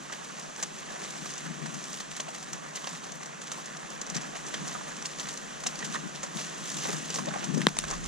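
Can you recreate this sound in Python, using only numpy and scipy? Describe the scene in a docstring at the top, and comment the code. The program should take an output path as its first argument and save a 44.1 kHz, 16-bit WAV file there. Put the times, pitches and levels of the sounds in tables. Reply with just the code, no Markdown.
"""Thin foil rustles, crackles and snaps close by, with one hard knock and then a bright tick to the left.
Place: a stony shore. Far sea hiss is coloured noise; wind is gusty noise and blunt pushes on two ports.
Near the microphones, hands fold and press the foil: random facets pop and ring, clustered around creases.
The microphone is a small camera's pair of ports, whose housing colours each side differently."""
import sys
import numpy as np
from scipy import signal
from scipy.fft import rfft, irfft, next_fast_len
from scipy.io import wavfile

SR = 44100
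rng = np.random.default_rng(int(sys.argv[2]) if len(sys.argv) > 2 else 0)


def digitize_waveform(pressure):
    """Quantize a signal to 16-bit integers and store it at the path in sys.argv[1].

    Rows of a 2-D input are taken as channels; values are limited to [-1, 1].
    """
    field = np.atleast_2d(pressure).T
    bounded = np.clip(field, -1, 1)
    quanta = np.round(bounded * 32767).astype(np.int16)
    wavfile.write(sys.argv[1], SR, quanta)


N = 356019   # samples

# Table levels are each layer's own drive, ahead of its trims, the ports and the output stage.
# Far water: (time [s], hiss level [dB])
SEA = [(0.0, -47), (0.87, -44.5), (2.0, -45), (2.62, -47.5), (2.99, -46), (3.23, -47.5), (4.16, -44),
       (4.56, -41.5), (5.08, -46.5), (5.64, -44), (5.8, -41.5), (6.18, -46), (6.85, -41.5), (7.17, -43.5),
       (7.3, -42.5), (7.75, -45), (7.87, -44), (8.07, -45)]
# Hiss spectrum: (frequency [Hz], relative density [dB per Hz])
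SEA_COLOUR = [(150, 22), (500, 10), (1500, 9), (2000, 5), (2600, 5), (3600, 0), (4800, -5.5), (6500, -4),
              (12000, -5.5)]
# Deep rumble: (time [s], level [dB])
RUMBLE = [(0, -75), (1.3, -72), (3.5, -77), (4.2, -71), (7.0, -71), (7.6, -68), (7.76, -52), (7.95, -49),
          (8.07, -40)]
# Light air on the camera: (time [s], buffeting level [dB])
WIND = [(0, -58), (1.3, -56), (2.5, -49.5), (3.9, -50.5), (4.5, -55), (5.4, -52), (6.3, -47), (6.7, -48),
        (7.3, -45), (7.74, -45), (7.95, -38.5), (8.07, -39)]
# Buffeting spectrum: (frequency [Hz], relative density [dB per Hz])
WIND_COLOUR = [(160, 1.5), (210, -4.5), (350, -11.5), (600, -42), (1200, -29), (4000, -79)]
# Gusts at the ports: (time [s], peak level [dB], half-length of window [s], left minus right [dB])
GUSTS = [(.01, -41, 0.079, 0), (1.236, -48, 0.2, 14), (1.48, -39, 0.11, 14), (1.672, -42.5, 0.31, 17),
         (1.783, -51, 0.1, 12), (1.918, -45, 0.072, 7), (2.54, -38, 0.061, 5), (2.918, -51, .15, 2),
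         (3.112, -48.5, 0.14, 17), (4.14, -45, 0.13, 18), (4.255, -43, 0.093, 0), (4.613, -36.5, 0.18, -3),
         (5, -47, 0.11, 12), (5.226, -39.5, 0.16, 4), (5.667, -40.5, 0.059, 10), (5.882, -43, 0.11, 17),
         (5.979, -41, 0.043, 23), (6.058, -35, 0.068, 12), (6.24, -42, 0.13, 2), (6.349, -34, 0.036, 8),
         (6.771, -35, 0.059, 9), (6.933, -37.5, 0.23, 12.5), (7.22, -42, 0.23, 13), (7.302, -41, 0.21, 11),
         (7.491, -39.5, 0.16, 28), (7.547, -28, 0.049, 17), (7.588, -25.5, 0.053, 16),
         (7.636, -29.5, 0.13, 9)]
# Puffs pushing mostly on the left port: (time [s], peak level [dB], width [s], left minus right [dB])
THUMPS = [(1.5074, -20, 0.00096, 16), (1.675, -32, .0012, 16), (4.1585, -13, 0.00099, 14),
          (5.9767, -29, 0.00062, 18), (6.0668, -18, 0.0014, 18), (6.36, -16, 0.0011, 19),
          (6.7804, -18, 0.0022, 16), (6.892, -30, .0007, 8), (6.9383, -22, 0.00051, 10),
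          (7.218, -34, .0012, 16), (7.2823, -15, 0.00089, 17), (7.359, -28, .0008, 9),
          (7.393, -19, .0012, 14), (7.4935, -19, .001, 16), (7.5316, -17, 0.0017, 17),
          (7.542, -5.5, 0.00097, 16), (7.5763, -15, 0.00046, 14), (7.5795, -4, 0.0018, 16),
          (7.601, -18, .0009, 14)]
# Modes the knock rings: (frequency [Hz], level [dB], decay by 60 dB [s], left minus right [dB])
KNOCK_MODES = [(190, -4.5, 0.013, -1), (400, -1, 0.0051, 13), (1110, -8, 0.0076, 18),
               (1850, 0.5, 0.0033, 13), (3250, -7.5, 0.0073, 14), (3770, -5, 0.0039, 4),
               (5350, -22, 0.0036, -9), (6900, -29, 0.004, 5), (8600, -23, 0.0078, -2)]
# Handling of the sheet: (time [s], crackle level [dB], dull flexing relative to crackle [dB])
HANDLING = [(0, -52.5, 3.5), (.6, -48, 1), (.72, -50, -2), (.97, -49.5, 6), (1.04, -42, -1.5),
            (1.13, -44.5, -1.5), (1.3, -41.5, -6.5), (1.58, -55, 7.5), (1.98, -42, -12), (2.05, -59, 4.5),
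            (2.4, -48.5, 1), (2.65, -52, 6), (2.95, -47.5, -1), (3.37, -58.5, 11), (3.6, -46, 1),
            (4.0, -57, 10.5), (4.64, -54, 6), (4.69, -40, -3.5), (4.75, -50, 5), (5.3, -43, -2.5),
            (5.6, -59.5, 7.5), (5.86, -55, 5), (5.95, -38, -10), (6.0, -54.5, 2.5), (6.33, -49, 3),
            (6.39, -38.5, -5.5), (6.56, -49, 0), (6.71, -37, -25), (6.93, -38, 4.5), (7.04, -44.5, -17),
            (7.16, -37.5, -5), (7.23, -49.5, -1), (7.28, -54, 3), (7.35, -50.5, 14), (7.4, -46, 2),
            (7.66, -47, -2), (7.73, -54, -5), (7.8, -41, -24), (7.92, -47.5, 8), (8.02, -53, -3),
            (8.07, -41, 0)]
# Facet pitches: (frequency [Hz], relative level [dB])
FOIL_COLOUR = [(400, -9), (1000, 0.5), (2500, 3.5), (5000, 2), (8000, 4), (14000, 15.5)]
# Larger panels that buckle: (time [s], peak level [dB], ringing frequency [Hz])
CRUMPLES = [(0.1, -27, 1230), (0.3, -30.5, 1370), (0.387, -27, 940), (0.626, -28, 850), (1.018, -28, 448),
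            (1.456, -33, 1680), (1.462, -26, 1670), (2.197, -27, 670), (2.283, -25.5, 740),
            (2.358, -36, 2030), (2.756, -38, 2020), (2.771, -31, 1950), (2.844, -31, 1150),
            (2.871, -31, 1910), (2.874, -34, 810), (2.933, -32, 1200), (2.952, -32, 1900),
            (3.52, -33, 1190), (4.335, -27, 719), (4.354, -30, 719), (4.54, -28, 1780), (4.752, -24, 1250),
            (5.271, -28, 1890), (5.662, -23, 760), (5.827, -24, 1900), (5.937, -26.5, 1500),
            (5.948, -19, 1140), (5.956, -20, 1820), (6.231, -38, 974), (6.854, -20, 877), (6.891, -18, 450),
            (7.1, -27, 485), (7.158, -21.5, 474), (7.187, -18.5, 1040), (7.27, -18.5, 608),
            (7.282, -21.5, 770), (7.31, -28, 1470), (7.339, -27, 1210), (7.346, -28, 805),
            (7.358, -23, 751), (7.408, -32, 1900), (7.438, -27, 764), (7.572, -19, 550), (7.767, -32, 934),
            (7.842, -37, 1840), (7.909, -35, 1070), (7.928, -24, 1090)]
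# Single dry cracks: (time [s], peak level [dB], centre frequency [Hz])
CRACKS = [(0.1371, -25, 3010), (0.2481, -30, 6290), (0.398, -27, 5810), (0.4143, -27, 4780),
          (0.4267, -28, 5080), (0.4309, -30, 6240), (0.6296, -19, 6500), (0.6403, -25, 7840),
          (0.6671, -29, 7240), (1.1677, -29, 6630), (1.2611, -26, 6330), (1.3066, -25, 6160),
          (1.3388, -23, 6070), (1.3803, -25, 6630), (1.8403, -24, 6240), (1.8552, -23, 6160),
          (1.9318, -22, 6500), (1.9527, -26, 7450), (2.1163, -26, 6240), (2.2006, -17, 2970),
          (2.2059, -27, 2500), (2.3473, -28, 5990), (2.361, -27, 6720), (2.3837, -27, 6590),
          (2.4076, -30, 5860), (2.4278, -24, 6330), (2.4632, -28, 6590), (2.5321, -20, 6290),
          (2.7586, -21, 6330), (2.7961, -31, 6160), (2.873, -16, 4220), (2.8911, -24, 6030),
          (3.0396, -31, 5990), (3.1213, -25, 6160), (3.2347, -30, 7020), (3.261, -28, 6630),
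          (3.4739, -27, 6290), (3.5181, -20, 5940), (3.5238, -24, 6890), (3.5454, -28, 6030),
          (3.66, -27, 7110), (3.77, -26, 6070), (4.0176, -20, 6500), (4.0671, -25, 5990),
          (4.0726, -24, 5900), (4.1001, -21, 5810), (4.149, -24, 6290), (4.1583, -22, 6030),
          (4.1674, -23, 5640), (4.2123, -27, 7540), (4.3554, -26, 2110), (4.5428, -19, 1850),
          (4.6801, -26, 6800), (4.9673, -24, 6630), (5.0252, -21, 5990), (5.0574, -19, 5560),
          (5.0613, -25, 5170), (5.1884, -23, 5340), (5.1987, -22, 5770), (5.2154, -24, 4870),
          (5.2555, -27, 1940), (5.2884, -24, 3660), (5.3095, -25, 5990), (5.3597, -27, 7110),
          (5.3764, -21, 6030), (5.6063, -31, 6630), (5.6375, -26, 5510), (5.6681, -17, 5640),
          (5.6737, -19, 6240), (5.7563, -27, 7110), (5.791, -23, 5990), (5.8052, -24, 5040),
          (5.8288, -22, 1810), (5.8466, -25, 5900), (5.945, -23, 6120), (6.231, -24, 6720),
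          (6.2358, -25, 6160), (6.2465, -29, 6760), (6.3705, -22, 3490), (6.5495, -29, 6930),
          (6.6906, -25, 6850), (6.7891, -20, 6330), (6.8499, -23, 6500), (6.8673, -25, 6200),
          (6.9049, -18, 5380), (6.9171, -23, 5170), (6.9317, -22, 5860), (6.9684, -25, 6200),
          (7.022, -27, 6160), (7.0582, -24, 6630), (7.1041, -23, 5770), (7.1429, -20, 3920),
          (7.1595, -14, 5680), (7.1645, -25, 5430), (7.1887, -22, 1680), (7.1934, -22, 5340),
          (7.2315, -30, 6890), (7.2584, -22, 5600), (7.3405, -25, 7110), (7.4394, -25, 5080),
          (7.4469, -24, 7190), (7.5454, -26, 6460), (7.5774, -23, 5560), (7.6087, -26, 3190),
          (7.6175, -17, 2710), (7.768, -25, 5860), (7.8409, -23, 5770), (7.904, -21, 6500),
          (7.9107, -22, 6500)]
# Creases that snap: (time [s], peak level [dB], relative dull part [dB], ringing frequency [Hz],
# relative swell of rustle [dB])
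SNAPS = [(0.1248, -27.5, -4.5, 5800, -10.5), (0.2382, -41, -15, 6300, -0.5),
         (0.397, -27.5, -9, 5640, -14.5), (0.5621, -25, -21, 6470, -22), (0.6262, -15, -14, 6700, -36),
         (0.632, -14.5, -10, 6700, -23), (0.786, -29, -13, 6470, -15), (1.046, -35, -20, 6300, -16),
         (1.105, -24.5, -20, 6070, -18), (1.257, -26.5, -0.5, 6300, -9.5), (1.3056, -28, -18, 6030, -26),
         (1.3367, -23, -11, 6000, -31), (1.378, -22, -32, 6700, -31), (1.659, -28, 2, 6200, -13),
         (1.742, -31, -3, 6590, -16), (1.8393, -18.5, -25, 6200, -34), (1.93, -24.5, -23, 6530, -14.5),
         (2.0024, -17.5, -10, 3900, -18), (2.1136, -28.5, -9, 6200, -11), (2.167, -30.5, -20, 6600, -7.5),
         (2.1998, -10, -17, 2580, -31), (2.2018, -18.5, -26, 6450, -30), (2.2855, -24, -12, 2860, -21),
         (2.346, -26.5, -3, 6960, -13.5), (2.383, -30, -20, 7050, -16), (2.427, -28.5, -27, 6340, -14.5),
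         (2.5306, -17.5, -17, 6200, -21.5), (2.7558, -20, -19, 6330, -11), (2.763, -22, -16, 6700, -24),
         (2.7696, -22, -20, 3620, -26), (2.842, -23, -12, 3080, -22), (2.871, -20.5, -2, 4040, -17),
         (2.891, -24, -12, 6900, -20), (2.93, -28, -9, 6900, -21), (2.95, -27, -16, 4120, -12),
         (3.04, -29, -16, 6270, -14), (3.1194, -22, -29, 6450, -33), (3.231, -24.5, -14, 6300, -20),
         (3.2584, -23.5, -6, 6900, -22), (3.417, -28.5, -6, 6660, -9.5), (3.471, -32.5, -24, 5960, -7.5),
         (3.5176, -21.5, -10, 6300, -14), (3.657, -28, -12, 7040, -23), (3.7693, -29, -18, 6300, -29),
         (3.904, -31.5, -22, 3070, -9), (4.014, -15.5, -24, 6600, -34), (4.065, -22, -21, 5910, -34),
         (4.072, -27, -16, 5200, -31), (4.099, -20.5, -19, 5860, -20), (4.147, -22, -20, 6550, -19),
         (4.1533, -19, -20, 6000, -17), (4.165, -17, -26, 5700, -26), (4.214, -28.5, -10, 6050, -11),
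         (4.354, -27.5, -5, 2360, -14), (4.465, -26.5, -22, 6400, -8.5), (4.5409, -13, -18, 3250, -24.5),
         (4.6794, -24, -17, 6840, -20), (4.966, -26, -11, 6100, -26), (5.023, -23, -15, 6000, -32),
         (5.0549, -16.5, -25, 5330, -19), (5.185, -26, -2, 5350, -29), (5.199, -23, -4, 6330, -14),
         (5.288, -21, -22, 3630, -13), (5.3743, -16, -30, 6200, -34), (5.6046, -29, -18, 3280, -18),
         (5.6366, -21, -8, 6360, -22), (5.6636, -14.5, -7, 2800, -33), (5.668, -13, -15, 5430, -20),
         (5.7547, -22, -22, 4700, -34), (5.79, -23.5, -19, 5840, -16), (5.8463, -29.5, -5, 4870, -7.5),
         (6.153, -23.5, -2.5, 3620, -18), (6.231, -24.5, -0.5, 6700, -13), (6.3694, -18, -18, 3670, -23),
         (6.715, -24, -10, 6300, -16), (6.745, -26, -16, 6450, -12), (6.768, -28.5, -9, 6650, -0.5),
         (6.7857, -31, -18, 6800, -21), (6.81, -45, -20, 6300, -27), (6.83, -38, -20, 6560, -26),
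         (6.8544, -26, 2, 6900, -19), (6.9042, -22, -22, 5800, -21), (6.929, -23.5, -12, 6270, -13),
         (6.9654, -24, -17, 6130, -20), (7.0569, -30, -24, 6460, -15), (7.102, -23, -9, 5600, -18),
         (7.1447, -19.5, -13, 6040, -11.5), (7.157, -19, -25, 5770, -20), (7.187, -22, -8, 5400, -18),
         (7.256, -21, -25, 6000, -20), (7.285, -22.5, -11, 3680, -19), (7.3397, -19, -9, 2340, -29),
         (7.441, -22, -24, 5970, -19), (7.449, -22, -17, 6900, -25), (7.5438, -26, -7, 6340, -12),
         (7.5766, -22, -14, 6270, -19), (7.6163, -10.5, -20, 2620, -31), (7.685, -26, 4, 7150, -10),
         (7.7682, -17.5, -2.5, 5620, -25), (7.788, -23, -4, 3960, -10.5), (7.8385, -24.5, 4, 2430, -12.5),
         (7.8822, -20, -18, 6560, -22), (7.9017, -25, -20, 6690, -26), (7.9098, -16.5, -5.5, 6300, -36),
         (7.936, -28, -15, 6500, -11), (8.0414, -25, -16, 5770, -16)]
# Microphone ports: (frequency [Hz], left level [dB], right level [dB], nominal phase lead of right [rad],
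# nominal likeness of the sides [0-1])
PORTS = [(443, -7.5, -11, 1.93, 0.14), (688, -3.5, -9.5, 3, 0.54), (1090, -7.5, -1.5, 2.5, 0.79),
         (1250, -8, -5.5, 1.26, 0.45), (1640, -15, -0.5, 5, 0.2), (1694, -6.5, -4.5, 0.04, 0.93),
         (1950, -4, -5, 1.13, 1), (2210, -10, -6, 1.5, 0.8), (3620, -5.5, -2, 0.59, 0.98),
         (4400, -2, -4.5, 0.5, 0.85), (5300, -3, 0.5, 1.83, 0.9), (5550, 3.5, -1.5, 0.95, 0.6),
         (6200, 4, 4, 1.0, 0.7), (7650, 1.5, 0, 0.5, 0.15), (8940, -11.5, -3.5, 7.5, 0),
         (10100, -11.5, -12.5, -8.5, 0.1), (10570, -24, -19, -5.5, 0.5), (13130, -17.5, -20, -2, 0.96),
         (15100, -48, -33, -43, .8)]

KNOCK_S, KNOCK_DB = 7.668, -0.5
TICK_S, TICK_DB, TICK_T60_S = 7.7879, -13.5, 0.0051
TICK_LEAD_S = .00007   # head start at the left port
DULL_BELOW_HZ = 2400   # facets above this count as bright
DULL_LAG = 0.69   # dB the dull flexing loses, relative to the crackle, per dB of swell
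SWELL_RISE_S, SWELL_FALL_S = .002, 0.011   # rustle gathers before a snap and drops after it
BUILD_UP_S = 0.001012   # a panel starts this long before its reference time
CRUMPLE_T60_S = 0.077
CRUMPLE_OVERTONE, CRUMPLE_OVERTONE_DB = 1.62, -12.5   # second mode: multiple of the first, relative level
CRACK_CYCLES = 7.0   # cycles of the main pulse until 60 dB down
CRACK_LAG_S = .00002   # the left port hears a crack this much later
SNAP_T60_S, SNAP_T60_SPREAD = 0.027, 0.34   # median decay, spread of its natural log
BROAD_DB = -9   # bright facets joining each snap, relative to its envelope
NEAR_RATIO = 1.54   # band edges of the near pops, either side of the panel's pitch
# Lesser snaps: strongest peak over the crackle, middle dull part, base ringing frequency
SMALL_SNAP_DB, SMALL_DULL_DB, SMALL_HZ = 18, -29, 6300
SOFT_ABOVE_HZ = 9500   # contacts are not perfectly hard
WIND_CUT_HZ = 146.4
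TOP_STOP_HZ = 16300   # from here up the top is fully cut


def from_db(db):
    """Decibels to amplitude gain."""
    return 10 ** (np.asarray(db) / 20)


def rms_one(x):
    """Scale to unit rms."""
    return x / np.sqrt(np.mean(x ** 2) + 1e-20)


def in_time(rows):
    """Value columns of a time table, read at every sample."""
    s, *columns = np.transpose(np.vstack(rows))
    return [np.interp(np.arange(N) / SR, s, c) for c in columns]


def at_hz(points, hz, column=1):
    """Read a table column on a log-frequency axis."""
    points = np.array(points)
    return np.interp(np.log(hz), np.log(points[:, 0]), points[:, column])


def coloured(x, response):
    """Filter by a function of frequency."""
    size = next_fast_len(N + 4096)
    hz = np.maximum(np.arange(size // 2 + 1) * SR / size, 1)
    return irfft(rfft(x, size) * response(hz), size)[..., :N]


def drift(rate_hz, count=1):
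    """Slow chance: noise through a double one-pole low-pass, scaled to unit rms."""
    r = np.exp(-2 * np.pi * rate_hz / SR)
    noise = rng.standard_normal((count, N + 9000))
    return rms_one(signal.lfilter([1], [1, -2 * r, r * r], noise)[:, 9000:])   # skip the filter's start


def ring(clicks, hz, t60):
    """Two-pole resonance: a unit click sets off a decaying sine of starting height 1."""
    r, w = from_db(-60 / (t60 * SR)), 2 * np.pi * hz / SR
    return signal.lfilter([0, np.sin(w)], [1, -2 * r * np.cos(w), r * r], clicks + 1e-18)


def delayed(x, lag_s):
    """Arrive a little late, read between samples."""
    return np.interp(np.arange(len(x)) - lag_s * SR, np.arange(len(x)), x)


def soften(x):
    """Low-pass the hard edge of a click."""
    return signal.sosfilt(signal.butter(4, SOFT_ABOVE_HZ, fs=SR, output="sos"), x)


def avalanche(peak_db, t60, rise_s):
    """Envelope that rises quickly and dies away exponentially."""
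    t = np.arange(int(.2 * SR)) / SR
    return from_db(peak_db - 60 * t / max(t60, .004)) * (1 - np.exp(-t / rise_s))


def sea():
    """Far water: smooth broadband noise whose level swells a little."""
    noise = rng.standard_normal((2, N))
    hiss = coloured(noise, lambda hz: from_db(at_hz(SEA_COLOUR, hz)) * (hz > 100))
    return rms_one(hiss) * from_db(in_time(SEA)[0] + 10.5 + 0.6 * drift(1.19)[0])


def rumble():
    """Deep band of noise; a shared part and a weaker part per side make the sides nearly alike."""
    noise = rng.standard_normal((3, N))
    deep = signal.sosfilt(signal.butter(1, [26, 52], "band", fs=SR, output="sos"), noise)
    deep = signal.sosfilt(signal.butter(2, 90, fs=SR, output="sos"), deep)
    return rms_one(deep[0] + 0.55 * deep[1:]) * from_db(in_time(RUMBLE)[0])


def wind():
    """Buffeting: lumpy low noise, separate at each port; gusts add power, mostly on one side."""
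    power = from_db(in_time(WIND)[0]) ** 2 * np.ones((2, 1))
    for s, peak_db, length, pan_db in GUSTS:
        swell = np.hanning(round(2 * length * SR)) ** 4
        i = round((s - length) * SR)
        side_db = peak_db + np.array([[.5], [-.5]]) * pan_db
        power[:, max(i, 0):i + len(swell)] += from_db(side_db) ** 2 * swell[max(-i, 0):]
    lumpy = rng.standard_normal((2, N)) * from_db(2.2 * drift(17.0, count=2))
    air = coloured(lumpy, lambda hz: from_db(at_hz(WIND_COLOUR, hz)))
    return rms_one(air) * np.sqrt(power) * from_db(2.5)


def thumps():
    """Each puff of air is one smooth pressure bump, weaker and inverted at the right port."""
    out, t = np.zeros((2, N)), np.arange(-400, 400) / SR
    for s, peak_db, width, pan_db in THUMPS:
        i = round(s * SR)
        height = from_db(peak_db - np.array([[0], [pan_db]])) * [[1], [-1]]
        out[:, i - 400:i + 400] += height * np.exp(-.5 * (t / width) ** 2)
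    return out


def knock():
    """One hard blow close by: quick contacts, then briefly rattling grit, ring the same modes."""
    hits = np.zeros(N)
    for delay_s, size in [(.0001, -0.13), (.0005, -1.42), (.0009, 0.71)]:
        hits[round((KNOCK_S + delay_s) * SR)] = size
    rattle = avalanche(-27.0, 0.018, rise_s=0.00034)
    start = round(KNOCK_S * SR)
    hits[start:start + len(rattle)] += rattle * rng.standard_normal(len(rattle))
    hits = soften(hits)
    out = np.zeros((2, N))
    for hz, db, t60, pan_db in KNOCK_MODES:
        out += from_db(KNOCK_DB + db - np.array([[0], [pan_db]])) * ring(hits, hz, t60)
    return out


def tick():
    """A few quick contacts ring short, mostly bright modes, reaching the left port first."""
    hits = np.zeros(N)
    for delay_s, size in [(0, -1.3), (.0004, -0.084), (.0008, -.8)]:
        hits[round((TICK_S + delay_s) * SR)] = size
    modes = [(1200, -28), (3900, -10), (6900, 1), (8600, 2)]   # (frequency [Hz], level [dB])
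    rung = sum(from_db(TICK_DB + db) * ring(hits, hz, TICK_T60_S) for hz, db in modes)
    return np.array([rung, delayed(rung, TICK_LEAD_S)])


def facets(per_s, spread_db, cycles, patchy_db):
    """Facets pop at random and ring briefly, each size coming and going; dull and bright, two paths each."""
    born = rng.random((2, N)) < per_s / SR
    strength = from_db(spread_db * np.minimum(rng.exponential(1, (2, N)), 4))
    pops = born * strength * rng.choice([-1, 1], (2, N))
    pitches = np.geomspace(450, 14000, 14)
    dealt = rng.integers(0, 14, (2, N))   # which pitch each pop gets
    patches = from_db(patchy_db * drift(15.6, count=14))
    out = np.zeros((2, 2, N))
    for k, hz in enumerate(pitches):
        rung = ring(pops * (dealt == k), hz, cycles / hz)
        out[int(hz > DULL_BELOW_HZ)] += from_db(at_hz(FOIL_COLOUR, hz)) * patches[k] * rung
    return rms_one(out[0]), rms_one(out[1])


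def rustle():
    """The handled sheet crackles in clumps of facet pops, swelling around each crease that snaps."""
    kicks = np.zeros(N)
    for s, peak_db, *_, swell_db in SNAPS:
        kicks[round(s * SR)] = from_db(peak_db + swell_db) ** 2

    def smear(power, tau):
        """One-pole exponential tail."""
        return signal.lfilter([1], [1, -np.exp(-1 / (tau * SR))], power + 1e-18)
    rise = smear(kicks[::-1], SWELL_RISE_S)[::-1]   # run backwards, so it leads the snap
    fall = smear(kicks, SWELL_FALL_S)
    bed_db, dull_db = in_time(HANDLING)
    crackle_db = 10 * np.log10(from_db(bed_db) ** 2 + rise + fall)
    dull, bright = facets(per_s=5000, spread_db=3.5, cycles=6.0, patchy_db=2.5)
    clumps = from_db(crackle_db + 1.67 * drift(19.3)[0])
    dull_gain = from_db(dull_db - DULL_LAG * (crackle_db - bed_db))
    return clumps * (bright + dull_gain * dull)


def panel(s, shape, hz, per_s, cycles, first):
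    """A firm first pop, then uneven ones under the envelope, ring the panel at its own pitch."""
    draw = rng.random((2, len(shape)))
    pops = (draw < per_s / SR) * rng.normal(0, 1, draw.shape)
    pops[:, round(BUILD_UP_S * SR / 2)] = first
    steady = np.sqrt(per_s * cycles / hz / (2 * np.log(1000)))   # scale of overlapping rings
    i = round((s - BUILD_UP_S) * SR)
    return i, (ring(pops * shape, hz, cycles / hz) / steady)[:, :N - i]


def crumples():
    """Larger panels buckle in rough steps, ringing two brief hollow modes."""
    out = np.zeros((2, N))
    for s, peak_db, hz in CRUMPLES:
        for ratio, mode_db in [(1, 0), (CRUMPLE_OVERTONE, CRUMPLE_OVERTONE_DB)]:
            shape = avalanche(peak_db + mode_db - 7.5, CRUMPLE_T60_S, rise_s=0.00075)
            i, rung = panel(s, shape, hz * ratio, per_s=1200, cycles=10.0, first=3.5)
            out[:, i:i + rung.shape[1]] += rung
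    return out


def cracks():
    """A stiff crease gives way in one step: a very short pulse at its own pitch, straight to both ports."""
    out, step = np.zeros(N + 400), np.eye(1, 400)[0]
    edge = from_db(-11.5) * ring(step, hz=8500, t60=0.00074)
    body = from_db(-13.5) * ring(step, hz=2740, t60=0.0012)
    for s, peak_db, hz in CRACKS:
        pulse = ring(step, hz, CRACK_CYCLES / hz) + edge + body
        i = round(s * SR)
        out[i:i + len(step)] -= from_db(peak_db) * pulse
    return from_db(-0.5) * np.array([delayed(out, CRACK_LAG_S), out])[:, :N]


def small_snaps(count):
    """Rows for lesser snaps at random times, their strength following the handling."""
    crackle_db = in_time(HANDLING)[0]
    rows = []
    for when, weaker, dullness, pitch in rng.random((count, 4)):
        s = 0.0059 + when * (N / SR - .02)
        peak_db = crackle_db[int(when * N)] + SMALL_SNAP_DB - 8 * weaker
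        dull_db = SMALL_DULL_DB + 14 * (dullness - .5)
        rows.append((s, peak_db, dull_db, SMALL_HZ * (0.98 + 0.29 * pitch)))
    return rows


def snaps():
    """Each snap is a short avalanche: a ringing panel, pops near its pitch, and facets of all sizes."""
    dull, bright = facets(per_s=14000, spread_db=4.0, cycles=8.0, patchy_db=3.0)
    bright_env, dull_env = np.zeros((2, N))
    out = np.zeros((2, N))
    for s, peak_db, dull_db, hz, *_ in list(SNAPS) + small_snaps(count=30):
        s = s + BUILD_UP_S   # so the panel starts at the listed time
        t60 = SNAP_T60_S * np.exp(SNAP_T60_SPREAD * rng.standard_normal())
        shape = avalanche(peak_db - 9.5, t60, rise_s=0.00087)
        i, rung = panel(s, shape * from_db(-8.0), hz, per_s=2600, cycles=50.0, first=0.74)
        _, near = panel(s, shape * from_db(-3.0), hz, per_s=9000, cycles=1.1, first=1.1)
        band = [hz / NEAR_RATIO, hz * NEAR_RATIO]
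        near = signal.sosfilt(signal.butter(2, band, "band", fs=SR, output="sos"), near)
        span = slice(i, i + rung.shape[1])
        out[:, span] += rung + near
        bright_env[span] += shape[:N - i] * from_db(BROAD_DB)
        dull_env[span] += shape[:N - i] * from_db(dull_db + 5.5)
    return out + bright_env * bright + dull_env * dull


def ports(paths):
    """Two paths are shared out by likeness; each port adds its colour and its share of the phase."""
    def port(side):   # negative is left, positive is right
        def response(hz):
            alike = np.clip(at_hz(PORTS, hz, column=4), 0, 1)
            turn = np.exp(.5j * side * at_hz(PORTS, hz, column=3))
            mix = np.array([np.sqrt((1 + alike) / 2), side * np.sqrt((1 - alike) / 2)])
            return mix * turn * from_db(at_hz(PORTS, hz, column=1 + (side > 0)))
        return coloured(paths, response).sum(axis=0)
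    return np.array([port(-0.98), port(0.89)])


def scene():
    """All sources at the microphone through a steep wind filter; the rumble joins after it."""
    foil = from_db(6.5) * (rustle() + snaps() + crumples())
    heard = ports(foil + sea()) + soften(cracks() + tick()) + wind() + thumps() + knock()
    wind_filter = signal.cheby1(6, 1.5, WIND_CUT_HZ, "high", fs=SR, output="sos")
    return signal.sosfilt(wind_filter, heard) + rumble()


def record(dry):
    """Gain control ducks after a loud peak and lets go; peaks are rounded, the top is cut."""
    level_db = 20 * np.log10(np.abs(dry).max(axis=0) + 1e-9)
    fall_db = 90 * np.arange(N) / SR   # held peak releases at 90 dB per second
    held_db = np.maximum.accumulate(level_db + fall_db) - fall_db
    excess_db = np.maximum(held_db + 4.5, 0)
    duck_db = signal.lfilter([.004], [1, .004 - 1], 0.24 * excess_db)   # smoothed onset and release
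    wet = 1.6 * np.tanh(dry * from_db(-duck_db) / 1.6)
    return signal.sosfilt(signal.cheby2(16, 95, TOP_STOP_HZ, fs=SR, output="sos"), wet)


dry = scene()
out = record(dry)
digitize_waveform(out)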